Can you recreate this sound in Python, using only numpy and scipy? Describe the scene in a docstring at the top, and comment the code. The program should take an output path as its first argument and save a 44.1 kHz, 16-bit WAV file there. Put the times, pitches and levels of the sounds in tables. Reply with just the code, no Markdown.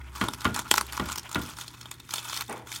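"""Peeling plastic wrap off a finned metal part

Hands peel clear plastic wrap off a finned metal part at a workbench, close to the microphone.
The film snaps (noise bursts and short tones) and rustles (many tiny ringing creases over hiss), and
this makes the metal fins ring a little. Four dull knocks shake the bench with noise and fading tones.
A sleeve swishes as the hand pulls away, fingers rub softly, and a faint hum fills the small workshop."""
import sys
import numpy as np
from scipy import signal
from scipy.fft import rfft, irfft, next_fast_len
from scipy.io import wavfile
from scipy.ndimage import map_coordinates

SR = 44100
rng = np.random.default_rng(int(sys.argv[2]) if len(sys.argv) > 2 else 0)


def unload_audio(sound):
    """Save the sound as a 16-bit wav file, at the path given as the first command line argument."""
    columns = np.transpose(np.atleast_2d(sound))
    # keep every value between -1 and 1, then stretch to whole-number steps
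    steps = np.round(np.clip(columns, -1, 1) * 32767)
    wavfile.write(sys.argv[1], SR, steps.astype(np.int16))


N = 123480  # length in samples
TOP_HZ = 16300  # highest pitch that the recorder keeps

# Colour of the crackling film. Each row: frequency in Hz, relative level in dB.
FILM_COLOUR = [(100, -54), (600, -26.5), (1800, -2.5), (2500, -6.5), (3400, 2), (4700, 0.5), (6500, 0),
               (9000, -2.5), (12000, -6), (16000, -10)]
# Colour of the hollow wrap between the hands. Each row: frequency in Hz, relative level in dB.
WRAP_COLOUR = [(80, -33.5), (220, -11.5), (350, -7), (520, -15.5), (720, -9.5), (950, 4), (1170, 0.5),
               (1380, 4), (1750, -10.5), (2500, -13), (4000, -35.5), (12000, -61)]


def amp(db):
    """Turn decibels into a gain."""
    return 10 ** (np.asarray(db) / 20)


def unit(x):
    """Scale a sound to an rms (average strength) of 1."""
    return x / np.sqrt(np.mean(x ** 2) + 1e-20)


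def along(points, hz):
    """Read a curve of (Hz, value) points on a logarithmic frequency axis."""
    f, v = np.transpose(points)
    return np.interp(np.log(hz + 1), np.log(f + 1), v)


def level(points):
    """Turn (seconds, dB) points into a gain for every sample."""
    return amp(np.interp(np.arange(N) / SR, *np.transpose(points)))


def wobble(rate):
    """Draw a smooth random curve through `rate` random points a second."""
    points = rng.standard_normal(N // 8)
    return map_coordinates(points, [np.arange(N) * rate / SR], mode="wrap")


def colour(x, points):
    """Filter a sound with the given spectrum, without ringing ahead of time (minimum phase)."""
    size = 8192
    log_gain = np.log(amp(along(points, np.fft.rfftfreq(size, 1 / SR))))
    cepstrum = irfft(log_gain)
    # Folding the second half onto the first makes the filter answer at once.
    cepstrum[1:size // 2] *= 2
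    cepstrum[size // 2 + 1:] = 0
    response = irfft(np.exp(rfft(cepstrum)))
    return signal.fftconvolve(x, response / np.linalg.norm(response))[:len(x)]


def noise(points):
    """Make coloured noise of rms 1, as long as the scene."""
    return unit(colour(rng.standard_normal(N), points))


def add(track, s, sound):
    """Mix a sound into the track at time s in seconds."""
    part = track[max(0, round(s * SR)):][:len(sound)]
    part += sound[:len(part)]


def burst(envelope, points, vary_db):
    """Make a noise burst of unit energy, its colour varied at random each time."""
    hz = np.geomspace(100, 16000, 48)
    own_db = along(points, hz) + vary_db * rng.standard_normal(len(hz))
    x = colour(envelope * rng.standard_normal(len(envelope)), np.c_[hz, own_db])
    return x / np.linalg.norm(x)


def snaps():
    """A crease creaks, flips with a crack, rings at its own pitch and thumps the hollow wrap."""
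    # Single creases snapping. Each row: start in seconds, relative crack level in dB,
    # relative hollow body level in dB, pitch of the crease in Hz, its ring against the crack in dB.
    snap_rows = [(0.16, -27, -35.5, 5100, -1), (0.2386, -20, -24.5, 3150, -16),
                 (0.2847, -16.5, -22.5, 3580, 4.5), (0.335, -17, -32.5, 5400, -7),
                 (0.3448, -23, -47, 3400, -17), (0.407, -21, -63, 4960, -7),
                 (0.417, -24.5, -37.5, 4460, -4), (0.4456, -15.5, -31, 2900, -5),
                 (0.5441, -15.5, -37, 5900, -11), (0.5484, -17.5, -53, 3270, -3),
                 (0.5619, -14, -26.5, 6700, -2), (0.5749, -21, -30, 4380, -23),
                 (0.5914, -11, -24.5, 3610, -6.5), (0.5974, -23.5, -35, 6970, 3),
                 (0.618, -31, -38.5, 5450, 1), (0.7129, 1.5, -14.5, 3340, -1.5),
                 (0.7172, -20, -27, 3490, 6), (0.7398, -5.5, -16, 4100, -13), (0.7544, -18, -45, 6560, 3),
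                 (0.76, -12, -35, 3780, -5), (0.7737, -10.5, -33, 6890, -5),
                 (0.779, -11.5, -15.5, 7150, 1.5), (0.7811, -5.5, -23, 6200, -4),
                 (0.8107, -10.5, -21.5, 4350, -4), (0.8659, -25.5, -55, 11440, -2),
                 (0.924, -19.5, -37.5, 4440, -2), (0.9307, -19, -34, 3800, -23),
                 (0.9683, -19, -37, 6700, -2), (0.9754, -18.5, -23.5, 3000, -20),
                 (1.0578, -21.5, -40, 4460, -12), (1.0877, -24, -32, 3040, -4),
                 (1.0984, -24, -31.5, 3120, 1), (1.1193, -16, -35, 7360, -1), (1.127, -21, -44, 6590, 4),
                 (1.1578, -14.5, -35, 5560, -9), (1.177, -18, -36, 3000, -7),
                 (1.1817, -12.5, -36.5, 5760, -1), (1.1944, -22.5, -46, 5700, 3),
                 (1.2304, -29, -47, 4270, -3), (1.292, -25, -40, 3950, -18),
                 (1.314, -20.5, -36.5, 4360, -10), (1.3281, -22.5, -41, 6800, 2),
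                 (1.3465, -15, -34, 3640, 3), (1.4167, -20, -56, 5230, -16), (1.5685, -27, -68, 5760, 0),
                 (1.5861, -23, -35, 9000, -7), (1.6115, -20, -62, 3650, -1),
                 (1.6796, -23.5, -54, 3920, 2.5), (1.8118, -23.5, -63, 4060, -2.5),
                 (1.8297, -45, -68, 5000, 16), (1.8564, -33.5, -42.5, 3520, 9.5),
                 (1.9136, -16.5, -40, 3430, -11), (1.9394, -30.5, -69, 3960, -2),
                 (1.9994, -25.5, -49, 3520, -13), (2.0909, -25.5, -40, 3540, -14),
                 (2.1079, -15.5, -66, 3400, -14), (2.138, -8.5, -28.5, 6450, -4),
                 (2.1583, -14.5, -42, 4300, -12), (2.1814, -19, -37, 3380, 3), (2.2972, -20, -38, 4200, -5),
                 (2.3291, -18.5, -31, 3220, -1), (2.3644, -13.5, -36.5, 3530, -23),
                 (2.3735, -12, -42, 3180, -6.5), (2.4088, -14, -33, 4060, 0), (2.4204, -16, -35, 3760, -15),
                 (2.4793, -28, -55, 3540, -20), (2.496, -29.5, -48, 9000, 7),
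                 (2.5263, -25.5, -36.5, 9340, 2.5), (2.6709, -26.5, -41.5, 3720, -13),
                 (2.717, -19.5, -40.5, 5670, -3), (2.7258, -19.5, -67, 3500, -3),
                 (2.749, -18.5, -60, 3500, -19), (2.7599, -18, -44, 3500, -5)]
    crack_gain_db, crack_rise_s = 6, 0.00049  # rise time of a crack whose row says 0 dB
    weak_slower = 0.38  # weak creases flip more slowly: dB of duration per dB of strength
    flutter_db, flutter_s = -5, 0.006  # the flutter after the crack: level, fading time
    crease_gain_db, crease_s = 5.5, 0.0012  # ring of a crease: level, fading time
    crease_blur = 0.26  # random phase step per sample in radians
    body_gain_db, body_rise_s = 19.5, 0.0009  # the wrap's answer
    lead_db, lead_s = -5, 0.0015  # creak just before the crease gives way: level, swell time

    out = np.zeros(N)
    t = np.arange(SR // 20) / SR
    for s, crack_db, body_db, hz, ring_db in snap_rows:
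        u = t / (crack_rise_s * amp(-weak_slower * crack_db))
        growth = 1 - np.exp(-u)
        flip = u * np.exp(1 - u)
        flutter = amp(flutter_db) * growth * np.exp(-t / flutter_s)
        crack = burst(flip + flutter, FILM_COLOUR, vary_db=4.5)

        blur = crease_blur * np.cumsum(rng.standard_normal(len(t)))
        ring = growth * np.exp(-t / crease_s) * np.sin(2 * np.pi * hz * t + blur)
        ring /= np.linalg.norm(ring)
        body = burst(t / body_rise_s * np.exp(-t / body_rise_s), WRAP_COLOUR, vary_db=1.2)

        flip_sound = amp(crack_gain_db) * crack + amp(crease_gain_db + ring_db) * ring
        add(out, s, amp(crack_db) * flip_sound)
        add(out, s, amp(body_db + body_gain_db) * body)

        # Played backwards, the fading burst swells up to the snap.
        lead = amp(crack_db + lead_db) * burst(np.exp(-t / lead_s), FILM_COLOUR, vary_db=1.5)
        add(out, s - len(t) / SR, lead[::-1])
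    return out


def rustle():
    """Clumps of tiny creases, each with its own pitch, over the hiss of film sliding on film."""
    # How hard the film is worked. Each row: time in seconds, crackle level in dB,
    # hollow body level in dB, both ahead of the clumping and the mix of creases and hiss.
    effort = [(0, -62, -53.5), (0.118, -62.5, -58.5), (0.163, -44, -44), (.24, -44.5, -40),
              (.31, -53.5, -55.5), (.42, -52, -47), (.47, -46.5, -40), (0.526, -57, -61), (.55, -47, -42.5),
              (.585, -38.5, -35.5), (.63, -52.5, -57), (0.666, -52.5, -41.5), (.70, -47, -55.5),
              (.775, -47, -40), (.84, -47.5, -47), (0.898, -54.5, -55), (0.942, -43, -44.5),
              (1.02, -47, -41.5), (1.125, -42.5, -41), (1.17, -58, -49), (1.215, -60, -58),
              (1.33, -51, -43.5), (1.48, -42.5, -47), (1.55, -54, -55), (1.61, -42.5, -48.5),
              (1.66, -55, -58.5), (1.79, -54, -56), (1.87, -56.5, -53), (1.97, -58, -63),
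              (2.07, -58.5, -68), (2.14, -40.5, -41.5), (2.19, -37, -47), (2.225, -48, -52.5),
              (2.261, -42, -43.5), (2.36, -36.5, -48), (2.418, -49.5, -43), (2.45, -53, -71),
              (2.54, -51, -47.5), (2.655, -64, -65), (2.685, -49, -51.5), (2.765, -39, -52.5),
              (2.8, -54, -54)]
    crinkles_per_s = 1600
    spread_db, size_cap = 7, 2.2  # spread of crease strengths, and a cap on the random size
    middle_hz, octaves, cycles = 5720, 1.475, 2.5  # crease pitch, its range each way, fading time
    slide_db = -2.5  # sliding hiss against the tiny creases
    clump_db, clumps_per_s = 2, 90

    crinkles = np.zeros(N)
    t = np.arange(SR // 150) / SR
    slide = amp(slide_db) * rng.standard_normal(N)
    for when, size, pitch in rng.random((int(crinkles_per_s * N / SR), 3)):
        hz = min(middle_hz * 2 ** (octaves * (2 * pitch - 1)), TOP_HZ - 1000)
        size_db = spread_db * min(-np.log(1 - size), size_cap)
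        tone = np.exp(-t * hz / cycles) * np.sin(2 * np.pi * hz * t)
        add(crinkles, when * N / SR, amp(size_db) * hz * tone)

    def through(points):
        """Colour creases and hiss alike and mix them to rms 1."""
        return unit(unit(colour(crinkles, points)) + colour(slide, points))

    s, crackle_db, body_db = np.transpose(effort)
    clumps = unit(amp(clump_db * wobble(clumps_per_s)))
    crackle = level(np.c_[s, crackle_db]) * through(FILM_COLOUR)
    body = level(np.c_[s, body_db]) * through(WRAP_COLOUR)
    return clumps * (crackle + body)


def fins(film):
    """The metal fins ring briefly with the film, damped by the hands."""
    # Ring of the cooling fins. Each row: pitch in Hz, relative level in dB.
    fin_tones = [(2381, -3), (2599, 5), (3138, -15), (3330, -10.5), (3473, -3.5), (3663, 4.5), (4068, -13),
                 (4385, -1)]
    # The fins ring more freely once the part is lifted.
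    # Each row: time in seconds, level of the film's push on the fins in dB.
    fin_freedom = [(0, -19.5), (1.4, -20.5), (1.8, -12), (2.8, -13)]
    t60_s = 0.04  # time to fade by 60 dB

    t = np.arange(SR // 8) / SR
    ring = sum(amp(db - 60 * t / t60_s) * np.sin(2 * np.pi * hz * t) for hz, db in fin_tones)
    return signal.fftconvolve(level(fin_freedom) * film, ring / np.linalg.norm(ring))[:N]


def knocks():
    """A dull contact and short rattle, a sagging thud, then the bench booms and rings."""
    # Dull knocks on the bench. Each row: start in seconds, contact level in dB,
    # level of thud, boom and ring together in dB (relative), starting pitch of the thud in Hz.
    knock_rows = [(0.2121, -18.5, -25.5, 275.3), (0.4519, -15, -23, 263.3), (.997, -22, -27, 268),
                  (1.3563, -20.5, -25, 306.7)]
    # Colour of the contact. Each row: frequency in Hz, relative level in dB.
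    contact_colour = [(100, -8.5), (500, -9), (800, -7), (1050, 3.5), (1400, 0), (2000, -6.5), (2500, -11),
                      (3200, -7), (4500, -21.5), (8000, -27.5), (16000, -37)]
    # Colour of the boom. Each row: frequency in Hz, relative level in dB.
    boom_colour = [(25, -44), (55, 6), (90, 3.5), (150, 0), (260, 1.5), (380, -7), (550, -11.5), (900, -14),
                   (3000, -28), (9000, -66)]
    # Tones of the bench. Each row: pitch in Hz, relative level in dB,
    # time to fade by 60 dB in seconds, build-up time in seconds.
    bench_tones = [(71.5, -4, 0.26, 0.03), (140.2, -11, 0.42, 0.018), (195, -1.5, 0.096, 0.011),
                   (359.3, -9.5, 0.16, 0.0019), (970, -26, 0.037, 0.00055), (1395, -2, 0.14, 0.0081),
                   (1427, -5.5, 0.29, 0.022)]
    contact_s, rattle_db, rattle_s = 0.0051, -19.5, 0.045  # fading times, rattle against contact
    boom_rise_s, boom_s = 0.006, 0.034  # rise and fading time
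    thud_db, thud_s = 6, 0.015  # level, fading time
    thud_sag_per_s = 2.54  # rate at which the thud's pitch falls, as a share of itself per second

    out = np.zeros(N)
    t = np.arange(SR // 2) / SR
    rise = 1 - np.exp(-t / boom_rise_s)
    for s, contact_db, boom_db, thud_hz in knock_rows:
        strike = np.exp(-t / contact_s) + amp(rattle_db) * np.exp(-t / rattle_s)
        contact = np.linalg.norm(strike) * burst(strike, contact_colour, vary_db=0.5)
        boom = noise(boom_colour)[:len(t)] * rise * np.exp(-t / boom_s)

        thud_cycles = thud_hz * np.cumsum(np.exp(-thud_sag_per_s * t)) / SR
        thud = amp(thud_db) * rise * np.exp(-t / thud_s) * np.sin(2 * np.pi * thud_cycles)

        ring = np.zeros(len(t))
        for hz, db, t60_s, build_s in bench_tones:
            swell = amp(db - 60 * t / t60_s) * (1 - np.exp(-t / build_s))
            ring += swell * np.sin(2 * np.pi * (hz * t + rng.random()))
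        add(out, s, amp(contact_db) * contact + amp(boom_db) * (thud + boom + ring))
    return out


def handling():
    """Cloth and skin rub as coloured noise: the sleeve swishes once, fingers rub softly on the wrap."""
    # Colour of the sleeve. Each row: frequency in Hz, relative level in dB.
    sleeve_colour = [(60, -37), (210, -1), (300, -0.5), (480, 0), (650, -5.5), (900, 3), (1300, -9.5),
                     (2300, -11.5), (3300, -25), (8000, -45)]
    # Soft rubs of the fingers. Each row: start in seconds, length in seconds, peak gain in dB.
    finger_rubs = [(.01, 0.012, -49), (0.06, 0.042, -53), (0.877, 0.038, -42.5), (1.234, 0.055, -44),
                   (1.463, 0.037, -44)]
    # Colour of the fingers on the wrap. Each row: frequency in Hz, relative level in dB.
    finger_colour = [(300, -21), (1000, -2), (1600, -7), (2350, -3), (3100, -4.5), (4200, -18),
                     (12000, -27)]
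    swish_at_s, swish_db, swish_rise_s, swish_fall_s = 2.487, -31.5, 0.0098, 0.065

    t = np.maximum(np.arange(N) / SR - swish_at_s, 0)
    swish = amp(swish_db) * (1 - np.exp(-t / swish_rise_s)) * np.exp(-t / swish_fall_s)
    pressure = np.zeros(N)
    for s, length_s, db in finger_rubs:
        hump = np.abs(np.hanning(int(length_s * SR))) ** 0.5
        add(pressure, s, amp(db) * hump)
    return swish * noise(sleeve_colour) + pressure * noise(finger_colour)


def room(x):
    """The workshop's short tail: fading noise, treble dying first, starting 1/300 s late."""
    # How long the room rings. Each row: frequency in Hz, time to fade by 60 dB in seconds.
    fade_times = [(100, 0.9), (1000, 0.13), (4000, 0.11), (15000, 0.067)]
    hz, t, z = signal.stft(rng.standard_normal(SR // 2), SR, nperseg=256)
    fading = z * amp(-60 * t / along(fade_times, hz)[:, None])
    tail = signal.istft(fading, SR, nperseg=256)[1]
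    delayed = np.pad(tail / np.linalg.norm(tail), (SR // 300, 0))
    return signal.fftconvolve(x, delayed)[:N]


def background():
    """Steady tones make the electric hum, a wavering tone the low drone, and noise the room air."""
    # Electric hum. Each row: pitch in Hz, rms level in dB.
    hum_tones = [(119.3, -55), (237.5, -75.5), (356, -74)]
    # Level of the low drone. Each row: time in seconds, level in dB ahead of its wavering.
    drone_level = [(0, -47), (.8, -50), (1.5, -56), (1.9, -68), (2.8, -61)]
    # Colour of the room air. Each row: frequency in Hz, relative level in dB.
    air_colour = [(20, -44), (40, 0), (60, 6), (110, 6.5), (180, -2), (300, -0.5), (550, -16.5),
                  (1000, -20.5), (2000, -9.5), (5000, -37.5), (16000, -81)]
    drone_hz, drone_waver_db, air_db = 67.3, 3.5, -55

    t = np.arange(N) / SR
    hum = np.zeros(N)
    for hz, db in hum_tones:
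        hum += amp(db) * np.sqrt(2) * np.sin(2 * np.pi * hz * t + 0.3 * wobble(3.28))
    drone_tone = np.sin(2 * np.pi * drone_hz * t + 1.7 * wobble(6.34))
    drone = unit(amp(drone_waver_db * wobble(5.7)) * drone_tone)
    return hum + level(drone_level) * drone + amp(air_db) * noise(air_colour)


def scene():
    """Film, part, bench and hands sound together in the workshop."""
    room_db = -15.5
    film = snaps() + rustle()
    near = film + fins(film) + knocks() + handling()
    return (near + amp(room_db) * room(near) + background())[None]


def record(dry):
    """The recorder sheds the deepest bass and keeps nothing above its band limit."""
    low_cut_hz = 40
    low_cut = signal.butter(2, low_cut_hz, "high", fs=SR, output="sos")
    dry = signal.sosfilt(low_cut, dry)
    size = next_fast_len(N + SR // 2)
    kept = np.fft.rfftfreq(size, 1 / SR) < TOP_HZ
    return irfft(rfft(dry, size) * kept, size)[..., :N]


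dry = scene()
out = record(dry)
unload_audio(out)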